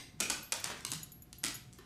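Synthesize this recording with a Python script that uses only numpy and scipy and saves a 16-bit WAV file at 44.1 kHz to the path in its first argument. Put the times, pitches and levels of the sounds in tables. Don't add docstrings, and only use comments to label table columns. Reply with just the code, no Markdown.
import sys
import numpy as np
from scipy import signal
from scipy.fft import rfft, irfft
from scipy.io import wavfile
from scipy.ndimage import uniform_filter1d

SR = 44100
rng = np.random.default_rng(int(sys.argv[2]) if len(sys.argv) > 2 else 0)


def digitize_waveform(pressure):
    field = np.atleast_2d(pressure).T
    bounded = np.clip(field, -1, 1)
    quanta = np.round(bounded * 32767).astype(np.int16)
    wavfile.write(sys.argv[1], SR, quanta)


N = 81585

# start_s, click_db, knock_db (on top of KNOCK_DB), body_db (relative to the knock),
# board_hz (board resonance), chatter_ms, room_db (reverberation relative to direct sound)
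CLAW_CONTACTS = [ (-.11, -16.5, -22.5, -2.5, 2054, 1, 3), (.2027, -16.5, -30, -7, 5040, 2.5, -16),
                 (0.2074, -14.5, -31.5, -1, 1800, .2, -9), (.2096, -20, -27.5, -3.5, 2457, 0.41, 8),
                 (0.2996, -17.5, -23.5, -2, 1482, 2.25, 0.5), (0.3033, -20, -25, 1, 884, 2, -0.5),
                 (0.3163, -31.5, -29.5, -6.5, 2500, 3.5, 0), (0.5221, -15, -23, -9.5, 2464, 1.6, -6),
                 (0.5252, -18, -25, -11, 1330, 0.27, -11), (0.5294, -20, -28, 1.5, 930, 0.37, 0.5),
                 (0.5391, -24, -38, 2, 3750, 1.4, 1.5), (0.6425, -19.5, -33.5, -9, 3380, 2.53, -5.5),
                 (0.6597, -30, -39, 5, 950, 0.83, 6), (.674, -32.5, -35.5, 2.5, 1700, 1.6, -1),
                 (0.7008, -47, -30.5, 5.5, 1430, 2.8, -3), (0.807, -41, -61, -13, 2940, 2, 5),
                 (0.8499, -21, -29, -3, 2870, 2.1, -3), (0.8667, -29.5, -45, -3, 1416, 1, 4.5),
                 (0.9177, -18.5, -33.5, -4, 2650, 1.1, -0.5), (0.9255, -25.5, -36.5, 0.5, 1043, .3, -7),
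                 (0.9343, -28, -35, 1, 3850, 4, 0), (1.3293, -30.5, -40.5, -6.5, 4030, 0.28, -3.5),
                 (1.435, -27, -46, -6, 1900, .4, -2), (1.4393, -18, -28, -11, 1936, 1.56, 0),
                 (1.4479, -16.5, -31.5, -9, 1322, .3, 1), (1.4565, -27, -41, -7, 3500, 2.7, -1.5),
                 (1.4654, -20.5, -30.5, -2.5, 2240, 0.43, -2.5), (1.483, -27.5, -39, -6, 2450, 1.8, -6),
                 (1.507, -36.5, -36, -1, 1530, 0.9, -3.5), (1.728, -45.5, -60, 3, 3320, 0.91, -21),
                 (1.734, -39.5, -63, 6, 3360, 0.63, 3.5), (1.787, -58, -43, 3.5, 1796, 1.4, 1.5)]
# frequency_hz, level_db
CLICK_SPECTRUM = [(200, -22.5), (1500, -9.5), (3500, -7.5), (5500, -1), (8500, 0), (11000, -7),
                  (13500, -17.5), (16000, -35)]
# frequency_hz, level_db
BOARD_SPECTRUM = [(100, -20), (600, -22), (1300, -15.5), (1900, -2), (2600, 1), (4000, 4.5), (8000, -11),
                  (16000, -40)]
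# frequency_hz, level_db
BODY_SPECTRUM = [(100, -22), (300, 2), (550, -7), (900, -0.5), (1400, 0.5), (2200, -16), (5000, -32),
                 (16000, -47)]
# start_s, level_db (before the attack and decay), pitch_hz (the floor's thud)
PAD_LANDINGS = [(.14, -43, 152.7), (0.203, -39.5, 202.5), (.21, -35, 345), (.301, -34, 578),
                (.313, -48, 330), (.523, -35, 524), (0.637, -43.5, 164), (0.667, -64, 423),
                (0.701, -45, 320.5), (.885, -45.5, 129), (.918, -45, 276.6), (0.945, -37.5, 162.3),
                (1.441, -37.5, 321.5), (1.445, -40, 204), (1.471, -36.5, 284), (1.55, -47.5, 119.7),
                (1.656, -50.5, 122), (1.787, -42.5, 374)]
# start_s, length_s, level_db (before the swell)
PAW_SCUFFS = [(0.186, 0.057, -53.5), (0.549, 0.086, -52), (.63, 0.042, -41), (.68, 0.053, -45),
              (0.743, 0.079, -54.5), (1.43, 0.021, -47.5), (1.784, 0.12, -71)]
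# frequency_hz, level_db
SCUFF_SPECTRUM = [(150, -35), (400, -9), (900, -7.5), (1600, -5.5), (3000, -10.5), (7000, -13),
                  (15000, -30)]
# start_s, upper_db, upper_t60_s, lower_db, lower_t60_s, clink_db (on top of the clink's modes)
TAG_STRIKES = [(.428, -46.5, 0.27, -60, 0.25, -54), (.599, -47, .06, -61, .08, -53),
               (.801, -67, .08, -70, .08, -66), (0.903, -59, .06, -72, .06, -50),
               (1.031, -56, 0.036, -51, 0.12, -45), (1.119, -50, 0.04, -52, 0.35, -52.5),
               (1.221, -51.5, .1, -57, 0.074, -58), (1.3835, -65, 0.057, -46.5, 0.091, -62),
               (1.543, -46, .08, -54, .2, -49), (1.551, -51, 0.12, -59, .25, -46),
               (1.785, -62, 0.11, -70, .06, -63)]
# frequency_hz, level_db (before a random spread), t60_s
CLINK_MODES = [(5500, -15, 0.035), (6864, 6, 0.039), (9800, -13, 0.19), (10270, -3, 0.069),
               (11230, -4, 0.069), (12700, 2, 0.047), (13500, -14, 0.024)]
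# frequency_hz, t60_s
ROOM_DECAY = [(150, 0.66), (500, 0.45), (1500, 0.46), (4000, 0.44), (8000, 0.39), (14000, 0.41)]
# frequency_hz, level_db
ROOM_SPECTRUM = [(150, 5), (1000, 0.5), (2500, 3.5), (6000, 0.5), (10000, -4), (15000, 3)]
# frequency_hz, level_db (relative)
RUMBLE_SPECTRUM = [(20, -23), (42, -2.5), (90, 0), (130, 1), (220, -5.5), (350, -12.5), (500, -20),
                   (1000, -26.5), (2500, -29), (7000, -34), (15000, -41.5)]
# frequency_hz, level_db (rms)
HUM_TONES = [(119, -74.5), (726.7, -77.5)]

CHATTER_GAP_MS, CHATTER_LOSS_DB = 0.45, 5
CLAW_RING_DB, CLAW_RING_T60_S = -13.5, 0.018
KNOCK_DB, BOARD_T60_S, BODY_T60_S = -11.5, 0.034, 0.032
RESONANCE_DB, RESONANCE_T60_S = 0.5, 0.043
PAD_ATTACK_S, PAD_CYCLES, PAD_WIDTH = 0.0073, 25, 0.2
TAG_UPPER_HZ, TAG_LOWER_HZ, TAG_ATTACK_S = 12545, 11620, 0.00043
TAG_TICK_DB, TAG_TICK_T60_S, TAG_ROOM_DB = -2, 0.03, -14.5
ROOM_DELAY_S, ROOM_BUILD_S = 0.0025, 0.0035
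ROOM_SAMPLES = SR * 3 // 4
RUMBLE_DB = -58.5
TOP_HZ = 15400


def claws():
    out = np.zeros(N)
    t = np.arange(SR // 10) / SR
    spike = impulse(CLICK_SPECTRUM)
    for start_s, click_db, knock_db, body_db, board_hz, chatter_ms, room_db in CLAW_CONTACTS:
        gaps_ms = CHATTER_GAP_MS * rng.uniform(0.5, 1.5, size=16)
        times_ms = np.cumsum(gaps_ms) - gaps_ms[0]
        sizes = amp(-CHATTER_LOSS_DB * times_ms / chatter_ms) * (times_ms <= chatter_ms)
        rebounds = np.bincount((times_ms * SR / 1000).astype(int), sizes, len(t))
        click = -signal.fftconvolve(rebounds, spike)[:len(t)]
        ring = amp(CLAW_RING_DB) * noise(CLICK_SPECTRUM, len(t)) * fade(t, CLAW_RING_T60_S)

        board = noise(BOARD_SPECTRUM, len(t)) * fade(t, BOARD_T60_S)
        resonance = mode(t, board_hz, RESONANCE_DB, RESONANCE_T60_S)
        body = amp(body_db) * noise(BODY_SPECTRUM, len(t)) * fade(t, BODY_T60_S)
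        knock = amp(KNOCK_DB + knock_db) * (board + resonance + body)
        add(out, start_s, in_room(amp(click_db) * (click + ring) + knock, room_db))
    return out


def pads(spread_db=-8, room_db=-10):
    out = np.zeros(N)
    t = np.arange(SR // 4) / SR
    for start_s, level_db, pitch_hz in PAD_LANDINGS:
        low_hz, high_hz = pitch_hz / (1 + PAD_WIDTH), pitch_hz * (1 + PAD_WIDTH)
        around = noise([(pitch_hz / 4, -40), (low_hz, 0), (high_hz, 0), (pitch_hz * 6, -60)], len(t))
        thud = np.sin(2 * np.pi * pitch_hz * t) + amp(spread_db) * around
        envelope = (1 - np.exp(-t / PAD_ATTACK_S)) * fade(t, PAD_CYCLES / pitch_hz)
        add(out, start_s, in_room(amp(level_db) * thud * envelope, room_db))
    return out


def scuffs(grain_db=4, room_db=-2):
    out = np.zeros(N)
    t = np.arange(SR // 5) / SR
    for start_s, length_s, level_db in PAW_SCUFFS:
        roughness = unit(uniform_filter1d(rng.standard_normal(len(t)), size=90))
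        grain = amp(grain_db * roughness)
        drag = unit(grain * noise(SCUFF_SPECTRUM, len(t)))
        swell = np.sin(np.pi * np.minimum(t / length_s, 1))
        add(out, start_s, in_room(amp(level_db) * swell * drag, room_db))
    return out


def collar_tag():
    out = np.zeros(N)
    t = np.arange(SR // 2) / SR
    attack = 1 - np.exp(-t / TAG_ATTACK_S)
    for start_s, upper_db, upper_t60_s, lower_db, lower_t60_s, clink_db in TAG_STRIKES:
        upper = mode(t, TAG_UPPER_HZ, upper_db, upper_t60_s)
        lower = mode(t, TAG_LOWER_HZ, lower_db, lower_t60_s)
        clink = sum(mode(t, hz, db + rng.normal(0, 2.2), t60_s) for hz, db, t60_s in CLINK_MODES)
        tick = amp(TAG_TICK_DB) * noise(CLICK_SPECTRUM, len(t)) * fade(t, TAG_TICK_T60_S)
        strike = upper + lower + amp(clink_db) * (clink + tick)
        add(out, start_s, in_room(strike * attack, TAG_ROOM_DB))
    return out


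def room_tone():
    t = np.arange(N) / SR
    hum = np.zeros(N)
    for hz, level_db in HUM_TONES:
        hum += amp(level_db) * np.sqrt(2) * np.sin(2 * np.pi * (hz * t + rng.random()))
    return amp(RUMBLE_DB) * noise(RUMBLE_SPECTRUM, N) + hum


def in_room(sound, room_db):
    hz, frame_s, bands = signal.stft(noise(ROOM_SPECTRUM, ROOM_SAMPLES), SR, nperseg=256)
    decaying = bands * fade(frame_s, along(ROOM_DECAY, hz)[:, None])
    tail = signal.istft(decaying, SR)[1][:ROOM_SAMPLES]
    since_delay_s = np.maximum(np.arange(ROOM_SAMPLES) / SR - ROOM_DELAY_S, 0)
    tail = tail * (1 - np.exp(-since_delay_s / ROOM_BUILD_S))
    response = amp(room_db) * tail / np.linalg.norm(tail)
    response[0] = 1
    return signal.fftconvolve(sound, response)


def mode(t, hz, db, t60):
    return amp(db) * np.sin(2 * np.pi * (hz * t + rng.random())) * fade(t, t60)


def impulse(spectrum, size=512):
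    cepstrum = irfft(np.log(amp(along(spectrum, np.fft.rfftfreq(size, 1 / SR)))))
    cepstrum[1:size // 2] *= 2
    cepstrum[size // 2 + 1:] = 0
    pulse = irfft(np.exp(rfft(cepstrum)))
    return pulse / np.abs(pulse).max()


def noise(spectrum, size):
    gain = amp(along(spectrum, np.fft.rfftfreq(size, 1 / SR)))
    return unit(irfft(rfft(rng.standard_normal(size)) * gain, size))


def fade(t, t60):
    return np.exp(-np.log(1000) * t / np.maximum(t60, 1e-3))


def along(points, hz):
    f, value = np.transpose(points)
    return np.interp(np.log(hz + 1), np.log(f + 1), value)


def amp(db):
    return 10 ** (np.asarray(db) / 20)


def unit(x):
    return x / np.sqrt(np.mean(x ** 2) + 1e-20)


def add(track, start_s, sound):
    start = round(start_s * SR)
    sound, start = sound[max(-start, 0):], max(start, 0)
    track[start:start + len(sound)] += sound[:max(N - start, 0)]


def scene():
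    return (claws() + pads() + scuffs() + collar_tag() + room_tone())[None]


def record(dry):
    return signal.sosfilt(signal.ellip(10, 0.1, 90, TOP_HZ, fs=SR, output="sos"), dry)


dry = scene()
out = record(dry)
digitize_waveform(out)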